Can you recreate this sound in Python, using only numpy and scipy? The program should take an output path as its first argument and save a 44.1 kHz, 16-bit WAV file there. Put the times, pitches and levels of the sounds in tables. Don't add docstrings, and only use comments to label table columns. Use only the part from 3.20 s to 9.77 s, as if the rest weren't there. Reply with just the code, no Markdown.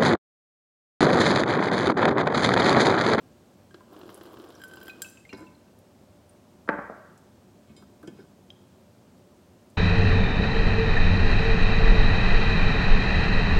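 import sys
import numpy as np
from scipy import signal
from scipy.fft import rfft, irfft, next_fast_len
from scipy.io import wavfile

SR = 44100
rng = np.random.default_rng(int(sys.argv[2]) if len(sys.argv) > 2 else 0)


def to_wav(sig):
    pcm = np.clip(np.atleast_2d(sig), -1, 1) * 32767
    pcm = np.round(pcm).astype(np.int16)
    wavfile.write(sys.argv[1], SR, pcm.T)


N = 289737
TIME_S = np.arange(N) / SR
AGE_S = TIME_S[:SR // 2]
POUR_S = TIME_S[:5 * SR // 2]
WET_DAMPING = 4.5

# (time [s], splat peak [dB], thump peak [dB])
LUMP_HITS = [(0.544, -37, -37), (0.764, -47, -39), (0.814, -39.5, -43), (0.833, -42, -44),
             (0.857, -57, -37), (0.892, -37.5, -46), (0.902, -41, -51), (0.976, -48, -45),
             (1.011, -37.5, -36.5), (1.036, -47, -50), (1.055, -42.5, -42), (1.07, -48, -49),
             (1.171, -42, -49), (1.199, -42.5, -37), (1.24, -43.5, -58), (1.304, -43.5, -46),
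             (1.5713, -39.5, -45), (1.682, -36, -39)]
# (time [s], level [dB])
DROP_HITS = [(0.5088, -53.5), (0.542, -54.5), (1.342, -53), (1.401, -52), (1.417, -41.5), (1.437, -36.5),
             (1.5126, -45), (1.536, -42.5), (1.556, -49), (1.572, -44.5), (1.6134, -44), (1.63, -46),
             (1.669, -45), (1.681, -39), (1.757, -55), (1.861, -48)]
# (time [s], frequency [Hz])
LOADED_MODE = [(0.5, 1610), (1.34, 1594), (1.45, 1552), (1.62, 1524), (1.82, 1556)]
# (frequency [Hz], level [dB], t60 [s])
BOTTOM_MODES = [(2930, -8, .02), (3190, 0, .03), (4030, -5, .035), (4960, -2, .042), (5700, -11, .04),
                (7210, -6, .08), (7390, -1, .13), (7616, 2, .085), (8380, -2, .08), (9750, -5, .04),
                (11200, -7, .035), (12600, -7, .025)]
# (frequency [Hz], level [dB], t60 [s])
WALL_MODES = [(307, -3, .5), (882, -9, .42), (1008, -4.5, .55), (1390, -1, .16), (1535, 3, .2),
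              (1733, -10, .25), (2202, -2, .24), (2510, -3, .2), (3105, -5, .12), (3275, -2.5, .24),
              (3680, -5, .2), (4062, -1, .18), (4960, 0.5, .17), (5120, -8, .09), (5870, -14, .13),
              (7290, -7, .15), (7605, -5, .13), (8490, -12, .13), (9150, -6, .13), (10200, -9, .13),
              (11920, -12, .13)]


def stream():
    # (time [s], patter [dB], spray [dB], lowest mode [dB])
    pour_levels = [(0.64, -80, -98, -82), (0.725, -55, -78, -85), (0.87, -55.5, -69.5, -69),
                   (1.2, -54, -71, -77), (1.36, -56.5, -69.5, -64.5), (1.46, -59, -69, -66),
                   (1.68, -55.5, -61, -66), (1.85, -59.5, -79, -86), (2.0, -96, -96, -81)]
    # (frequency [Hz], level [dB])
    patter_eq = [(120, -26.5), (230, -11), (335, 1.5), (420, -3.5), (700, -9), (920, -17), (1080, -13),
                 (1550, -17.5), (1900, -35), (3200, -29), (6000, -39.5)]
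    spatter_eq = [(500, -11), (1100, 17), (1600, -2), (2100, -11), (3200, 4), (5000, -10), (8000, -27),
                  (15000, -34)]
    spray_eq = [(800, -6), (2000, 0), (3300, 9), (4400, 10), (5100, 13), (6500, -2), (7600, 0), (8700, -8),
                (10000, -1), (15500, 3)]
    mist_eq = [(3000, -44), (6500, -19), (7600, -25), (8800, -10), (10000, 3), (15500, 7)]
    times_s, *levels_db = np.transpose(pour_levels)
    flow_gain, spray_gain, ring_gain = (amp(np.interp(POUR_S, times_s, db)) for db in levels_db)
    patter = unit_rms(colour(grains(per_s=800, spread_db=2), patter_eq))
    spatter = unit_rms(colour(puffs(per_s=64, spread_db=1.5, t60_s=0.0098), spatter_eq))
    spray = unit_rms(colour(fizz(per_s=900, spread_db=2.8, q=9), spray_eq))
    mist = unit_rms(colour(fizz(per_s=380, spread_db=6, q=8.4), mist_eq))
    impacts = grains(per_s=250, spread_db=-5)
    low_hz = np.interp(POUR_S, *np.transpose(LOADED_MODE))
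    low_ring = unit_rms(excite(impacts, fade(t60_s=0.074)) * glide(low_hz))
    high_ring = unit_rms(excite(impacts, strike(BOTTOM_MODES, scatter_db=4, t60_scale=1.3)))
    body = flow_gain * (amp(3) * patter + amp(-9.5) * spatter)
    treble = spray_gain * (amp(-3) * spray + amp(-1.5) * ticks() + amp(-8) * mist + amp(-11) * high_ring)
    return np.pad(necking() * (body + treble + ring_gain * low_ring), (0, N - len(POUR_S)))


def grains(per_s, spread_db, count=6000):
    gaps = rng.exponential(1, count)
    sizes = np.minimum(rng.exponential(1, count), 4)
    hits = amp(spread_db * sizes) * rng.choice([-1, 1], count)
    starts = (np.cumsum(gaps) / per_s * SR).astype(int)
    heard = starts < len(POUR_S)
    return np.bincount(starts[heard], hits[heard], len(POUR_S)) + 1e-18


def puffs(per_s, spread_db, t60_s, count=400):
    starts = (np.cumsum(rng.gamma(2, 0.5, count)) / per_s * SR).astype(int)
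    gains = amp(spread_db * np.clip(rng.standard_normal(count), -2, 2))
    hits = np.bincount(starts, gains, len(POUR_S))[:len(POUR_S)]
    return excite(hits, fade(t60_s)) * rng.standard_normal(len(hits))


def fizz(per_s, spread_db, q):
    pitches_hz = np.geomspace(1800, 15000, 24)
    return sum(resonate(grains(per_s / len(pitches_hz), spread_db), hz, hz / q) / np.sqrt(hz)
               for hz in pitches_hz)


def ticks():
    # (frequency [Hz], level [dB])
    tick_eq = [(1500, -20), (2200, -4), (3000, 2), (4000, -2), (5500, 0), (6700, -6), (8500, -12),
               (10000, -3), (15500, -2)]
    landings = colour(puffs(per_s=60, spread_db=2.5, t60_s=0.0054), tick_eq)
    return unit_rms(with_modes(landings, BOTTOM_MODES, WET_DAMPING, ring_db=7))


def necking(length_s=0.011, depth_db=1):
    pinch = sum(np.interp(POUR_S - s, [-length_s, -length_s / 2, 0], [0, 1, 1], right=0)
                for s, *_ in [*LUMP_HITS, *DROP_HITS])
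    return amp(-depth_db * np.minimum(pinch, 1))


def lumps():
    out = np.zeros(N)
    for s, splat_db, thump_db in LUMP_HITS:
        splat = (AGE_S == 0) + amp(-7) * burst(t60_s=0.016) + amp(-17) * burst(t60_s=0.07)
        splat -= 0.8 * resonate(splat, hz=2010, width_hz=2200)
        splat = with_modes(splat, BOTTOM_MODES[:5], WET_DAMPING, ring_db=3.5)
        add(out, s, amp(splat_db) * unit_peak(highpass(lowpass(splat, hz=1730), hz=646)))
        thump_hz = 338 * (1 + 0.032 * rng.standard_normal())
        add(out, s, amp(thump_db) * mode_ring(thump_hz, t60_s=0.072, rise_s=0.0036))
    return out


def bubbles():
    # (time [s], peak [dB], frequency [Hz])
    snaps = [(0.7327, -49, 13800), (0.7911, -50, 13000), (0.8994, -50, 13100), (0.944, -37.5, 10000),
             (0.9756, -46, 11300), (1.0335, -46, 12900), (1.057, -53, 12000), (1.133, -49, 15100),
             (1.188, -50, 15800), (1.2187, -56, 9750), (1.243, -51, 15000), (1.288, -51.5, 8500),
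             (1.4147, -52, 13500), (1.438, -40.5, 11200), (1.481, -48, 9900), (1.535, -48, 9900),
             (1.562, -52, 12000), (1.612, -56, 9720), (1.631, -38, 14500), (1.657, -46, 9300),
             (1.6812, -39, 13400), (1.867, -50, 9000), (1.898, -46, 10300), (1.972, -55, 6800),
             (2.589, -52, 11700), (3.977, -51, 7060), (6.501, -55, 8600)]
    # (time [s], level [dB], frequency [Hz], t60 [s])
    plinks = [(0.606, -41, 1010, 0.049), (1.351, -41, 5650, 0.02), (1.695, -33, 2500, 0.072),
              (1.699, -41, 4000, 0.045), (1.8451, -35, 2600, 0.078), (1.886, -41, 6060, 0.014),
              (1.972, -42.5, 2572, 0.047), (2.003, -51, 2600, 0.041), (2.050, -41.5, 2110, 0.046),
              (2.0922, -38, 2380, 0.027), (2.094, -50, 4160, 0.074), (2.099, -46, 2760, 0.12),
              (2.147, -45, 4000, 0.043), (2.245, -58, 4140, .05), (2.267, -49, 2650, 0.082),
              (2.349, -55, 4120, 0.046), (2.475, -60, 2640, .05), (3.092, -47.5, 9120, 0.046)]
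    out = np.zeros(N)
    for s, db, hz in snaps:
        snap = burst(t60_s=0.015) + amp(-8) * burst(t60_s=0.083)
        add(out, s, amp(db) * unit_peak(resonate(snap, hz, width_hz=2800)))
    for s, db, hz, t60_s in plinks:
        tone = glide(hz * (1 + 0.07 * fade(t60_s=0.014))) * fade(t60_s) * (1 - fade(t60_s=0.022))
        splash = amp(2.5) * resonate(burst(t60_s=0.051), hz, width_hz=360)
        add(out, s, amp(db) * (tone + splash))
    return out


def drops_and_berry():
    out = np.zeros(N)
    for s, db in DROP_HITS:
        add(out, s, amp(db) * bottom_hit(s, contact_hz=2300, splash_db=-20))
    for s, db in [(1.8192, -36), (1.8226, -46)]:
        add(out, s, amp(db) * bottom_hit(s, contact_hz=14500, splash_db=8, t60_scale=0.71))
    return out


def bottom_hit(s, contact_hz, splash_db, t60_scale=1):
    hz = np.interp(s, *np.transpose(LOADED_MODE)) * (1 + 0.011 * rng.standard_normal())
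    low_ring = glide(hz * (1 + 0.0048 * fade(t60_s=0.066))) * fade(0.14 * t60_scale)
    splash = highpass(burst(t60_s=0.031) + amp(-19.5) * burst(t60_s=0.37), hz=4500)
    high_ring = strike(BOTTOM_MODES, scatter_db=0, t60_scale=t60_scale)
    return lowpass(low_ring + high_ring + amp(splash_db) * splash, contact_hz)


def touches():
    # (time [s], ring level [dB], lowest excited [Hz], highest excited [Hz],
    # t60 scale from the grip [ratio], click re ring [dB], thud peak [dB], thud frequency [Hz])
    contacts = [(2.128, -49.5, 830, 2600, 0.61, 18.5, -32.5, 286),
                (2.1308, -56, 5100, 5200, 0.83, 20.5, -39, 381), (2.17, -62, 4770, 5200, 1.1, 7, -52, 208),
                (2.183, -51, 304, 1100, 1.25, 16, -46, 299), (2.203, -64, 4920, 7600, 1.6, -2, -40, 321),
                (4.494, -66, 2330, 2700, 1, 1, -38, 218.4), (4.565, -59, 2500, 9450, 1.35, 1, -48.5, 349.5),
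                (4.622, -57.5, 1210, 1360, 0.51, 21.5, -44, 197),
                (4.829, -51.5, 1260, 1390, 0.76, 22, -39.5, 305),
                (4.8735, -49, 1530, 2050, 0.53, 6, -32.5, 351),
                (4.8744, -51.5, 3060, 3130, 0.54, 13.5, -51, 360),
                (4.874, -58.5, 5200, 8600, 0.54, 10.5, -37.5, 339),
                (4.917, -68, 1520, 3180, 1.5, 7, -40.5, 202), (4.985, -64, 1400, 3200, 0.48, 8, -40, 393),
                (4.999, -54.5, 1530, 1700, 0.37, 11, -43.5, 312)]
    thud_lag_s = 0.00305
    out = np.zeros(N)
    for s, db, low_hz, high_hz, t60_scale, click_db, thud_db, thud_hz in contacts:
        ring = strike(WALL_MODES, scatter_db=2.5, t60_scale=t60_scale)
        click = amp(click_db) * burst(t60_s=0.057)
        add(out, s, amp(db) * contact_band(ring + click, low_hz, high_hz))
        add(out, s + thud_lag_s, amp(thud_db) * rocking(thud_hz, t60_scale))
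    return out


def rocking(first_hz, t60_scale, gap_s=0.025, loss_db=14, pitch_ratio=0.74):
    out = np.zeros(N)
    for k in range(2):
        hz = first_hz * pitch_ratio ** k
        noise = amp(11.5) * lowpass(rng.standard_normal(len(AGE_S)), hz=505)
        envelope = fade(0.15 * t60_scale * (1 + k)) * (1 - fade(t60_s=0.019))
        thud = highpass(lowpass((sine(hz) + noise) * envelope, hz * 1.7), hz / 2)
        add(out, k * gap_s, amp(-k * loss_db) * unit_peak(thud))
    return out


def foot_click():
    # (frequency [Hz], level [dB], t60 [s])
    foot_modes = [(2600, -3.5, 0.0057), (3170, 1.5, 0.033), (3340, 2.5, 0.013), (3830, -7.5, 0.017),
                  (5070, -17, 0.039), (6200, -15.5, 0.019)]
    out = np.zeros(N)
    add(out, s=5.303, sound=amp(-36) * unit_peak(strike(foot_modes, scatter_db=0)))
    return out


def scuffs(slips_per_s=1400):
    # (time [s], length [s], level [dB], lowest excited [Hz], highest excited [Hz])
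    slides = [(2.154, 0.075, -63, 4600, 13000), (2.15, 0.11, -56, 850, 2280),
              (4.467, 0.064, -69, 2380, 4150), (4.942, 0.11, -65.5, 1200, 5560)]
    out = np.zeros(N)
    for s, length_s, db, low_hz, high_hz in slides:
        slips = rng.standard_normal(len(AGE_S)) * (rng.random(len(AGE_S)) < slips_per_s / SR)
        rub = contact_band(with_modes(slips, WALL_MODES, damping=4.4, ring_db=18), low_hz, high_hz)
        stroke = np.sin(np.pi * np.minimum(AGE_S / length_s, 1))
        add(out, s, amp(db) * stroke * unit_rms(rub))
    return out


def knocks():
    # (time [s], peak [dB], cut-off [Hz], graininess [0-1])
    events = [(3.476, -31, 1200, .4), (3.489, -9, 4500, 0.08), (3.501, -34, 2200, 0.2),
              (3.526, -25.5, 1410, 0.5), (3.538, -25, 1200, .5), (3.568, -36.5, 1700, .8),
              (3.585, -25.5, 1410, .6), (3.6956, -24.5, 700, .12), (3.716, -37, 660, 0.25)]
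    # (frequency [Hz], level [dB])
    crack_eq = [(50, -27.5), (110, -16), (180, -4), (550, 2), (1100, 0), (1500, -2.5), (2000, -4),
                (2300, -13), (2700, -17), (3500, -26), (4100, -26), (6500, -37.5), (15000, -37)]
    # (frequency [Hz], width [Hz], level [dB])
    wood_modes = [(185, 45, 2.5), (292, 35, 5.5), (350, 45, -2), (470, 70, -3.5), (590, 100, -1.5),
                  (700, 50, -6), (790, 70, -5.5), (888, 40, -5), (1038, 50, -4), (1190, 80, -7),
                  (1310, 80, 0), (1430, 60, -3), (1558, 70, -1), (1890, 140, -3.5), (2190, 110, -10),
                  (2410, 90, -8)]
    out = np.zeros(N)
    crack = disperse(colour(1.0 * (AGE_S == 0), crack_eq), hz=1170, stages=12)
    panel = crack + sum(amp(db) * resonate(crack, hz, width_hz) for hz, width_hz, db in wood_modes)
    for s, db, cutoff_hz, graininess in chatter(events):
        drive = (AGE_S == 0) + graininess * burst(t60_s=0.05)
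        add(out, s, amp(db) * unit_peak(lowpass(excite(drive, panel), cutoff_hz)))
    boom = amp(-42.5) * mode_ring(hz=66, t60_s=0.97, rise_s=0.1)
    for s, db, *_ in events:
        add(out, s, amp(db) * boom)
    rattle_ring = amp(-28) * mode_ring(hz=884, t60_s=0.23, rise_s=0.016)
    add(out, s=3.5, sound=rattle_ring)
    return out


def chatter(events, first_gap_s=0.0044, slowing=1.6, loss_db=23.5, cutoff_ratio=0.35):
    return [(s + first_gap_s * k ** slowing, db - k * loss_db, hz * cutoff_ratio ** k, graininess)
            for s, db, hz, graininess in events for k in range(3)]


def disperse(x, hz, stages):
    r = np.exp(-2 * np.pi * hz / SR)
    return signal.sosfilt(np.tile([-r, 1, 0, 1, -r, 0], (stages, 1)), x)


def kitchen(x, delay_s=0.004, build_s=0.014):
    # (frequency [Hz], t60 [s])
    room_decay = [(100, 0.28), (400, 0.69), (1300, 1), (2600, 0.79), (6000, 1), (15000, 0.5)]
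    t = TIME_S[:SR]
    white, hz = rfft(rng.standard_normal(SR)), np.fft.rfftfreq(SR, 1 / SR)
    edges_hz = np.geomspace(40, 20000, 13)
    tail = np.zeros(SR)
    for low, high in zip(edges_hz, edges_hz[1:]):
        band = irfft(white * ((hz >= low) & (hz < high)), SR)
        tail += band * np.exp(-np.log(1000) * t / at_hz(room_decay, np.sqrt(low * high)))
    tail = lowpass(tail * np.clip((t - delay_s) / build_s, 0, 1), hz=10000)
    return signal.fftconvolve(x, tail / np.sqrt(np.sum(tail ** 2)))[:N]


def ventilation(hum_hz=589.8, width_hz=7):
    # (frequency [Hz], level [dB])
    air_eq = [(15, -42), (25, -35), (97, -0.5), (145, -7), (195, -0.5), (293, -6), (326, -11), (354, -4),
              (416, -11.5), (591, -11.5), (641, -13), (1890, -28), (8590, -33.5), (9320, -37),
              (16000, -39.5)]
    rumble = colour(rng.standard_normal(N), air_eq)
    hum = resonate(resonate(rng.standard_normal(N), hum_hz, width_hz), hum_hz, width_hz)
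    return amp(-55.5) * unit_rms(rumble) + amp(-70.5) * unit_rms(hum)


def strike(modes, scatter_db, t60_scale=1):
    return sum((-1) ** k * amp(db + scatter_db * rng.standard_normal()) * sine(hz) * fade(t60_s * t60_scale)
               for k, (hz, db, t60_s) in enumerate(modes))


def with_modes(x, modes, damping, ring_db):
    return x + sum(amp(ring_db + db) * resonate(x, hz, damping * np.log(1000) / (np.pi * t60_s))
                   for hz, db, t60_s in modes)


def contact_band(x, low_hz, high_hz):
    return colour(x, [(low_hz / 3, -34), (low_hz, 0), (high_hz, 0), (high_hz * 1.55, -30)])


def mode_ring(hz, t60_s, rise_s):
    return sine(hz) * (fade(t60_s) - fade(rise_s))


def sine(hz):
    return np.sin(2 * np.pi * hz * AGE_S)


def glide(hz):
    return np.sin(2 * np.pi * np.cumsum(hz) / SR)


def fade(t60_s):
    return np.exp(-np.log(1000) * AGE_S / max(t60_s, 1e-3)) + 1e-12


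def burst(t60_s):
    return rng.standard_normal(len(AGE_S)) * fade(t60_s)


def excite(hits, ring):
    return signal.fftconvolve(hits, ring)[:len(hits)]


def resonate(x, hz, width_hz):
    r = np.exp(-np.pi * width_hz / SR)
    numerator = np.array([1, 0, -1]) * (1 - r * r) / 2
    return signal.lfilter(numerator, [1, -2 * r * np.cos(2 * np.pi * hz / SR), r * r], x)


def colour(x, eq):
    size = 2 * next_fast_len(len(x))
    cepstrum = irfft(np.log(amp(at_hz(eq, np.fft.rfftfreq(size, 1 / SR)))))
    cepstrum[1:size // 2] *= 2
    cepstrum[size // 2 + 1:] = 0
    return irfft(rfft(x, size) * np.exp(rfft(cepstrum)))[:len(x)]


def lowpass(x, hz):
    return signal.sosfilt(signal.butter(2, min(hz, 0.45 * SR), fs=SR, output="sos"), x)


def highpass(x, hz):
    return signal.sosfilt(signal.butter(2, hz, "high", fs=SR, output="sos"), x)


def at_hz(points, hz):
    points_hz, values = np.transpose(points)
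    return np.interp(np.log(np.maximum(hz, 1)), np.log(points_hz), values)


def amp(db):
    return 10 ** (np.asarray(db) / 20)


def unit_rms(x):
    return x / np.sqrt(np.mean(x ** 2) + 1e-20)


def unit_peak(x):
    return x / np.max(np.abs(x))


def add(out, s, sound):
    start = int(s * SR)
    out[start:start + len(sound)] += sound[:N - start]


def scene():
    liquid = stream() + lumps()
    drips = bubbles()
    metal = drops_and_berry() + touches() + foot_click() + scuffs()
    wood = knocks()
    send = amp(-12.5) * liquid + amp(-14.5) * drips + amp(-15.5) * metal
    send += amp(-9.5) * lowpass(wood, hz=2500)
    return (liquid + drips + metal + wood + kitchen(send) + ventilation())[None]


def record(dry):
    top_cut = signal.ellip(10, 0.1, 70, 15950, fs=SR, output="sos")
    return signal.sosfilt(top_cut, highpass(dry, hz=33.6))


dry = scene()
out = record(dry)
to_wav(out)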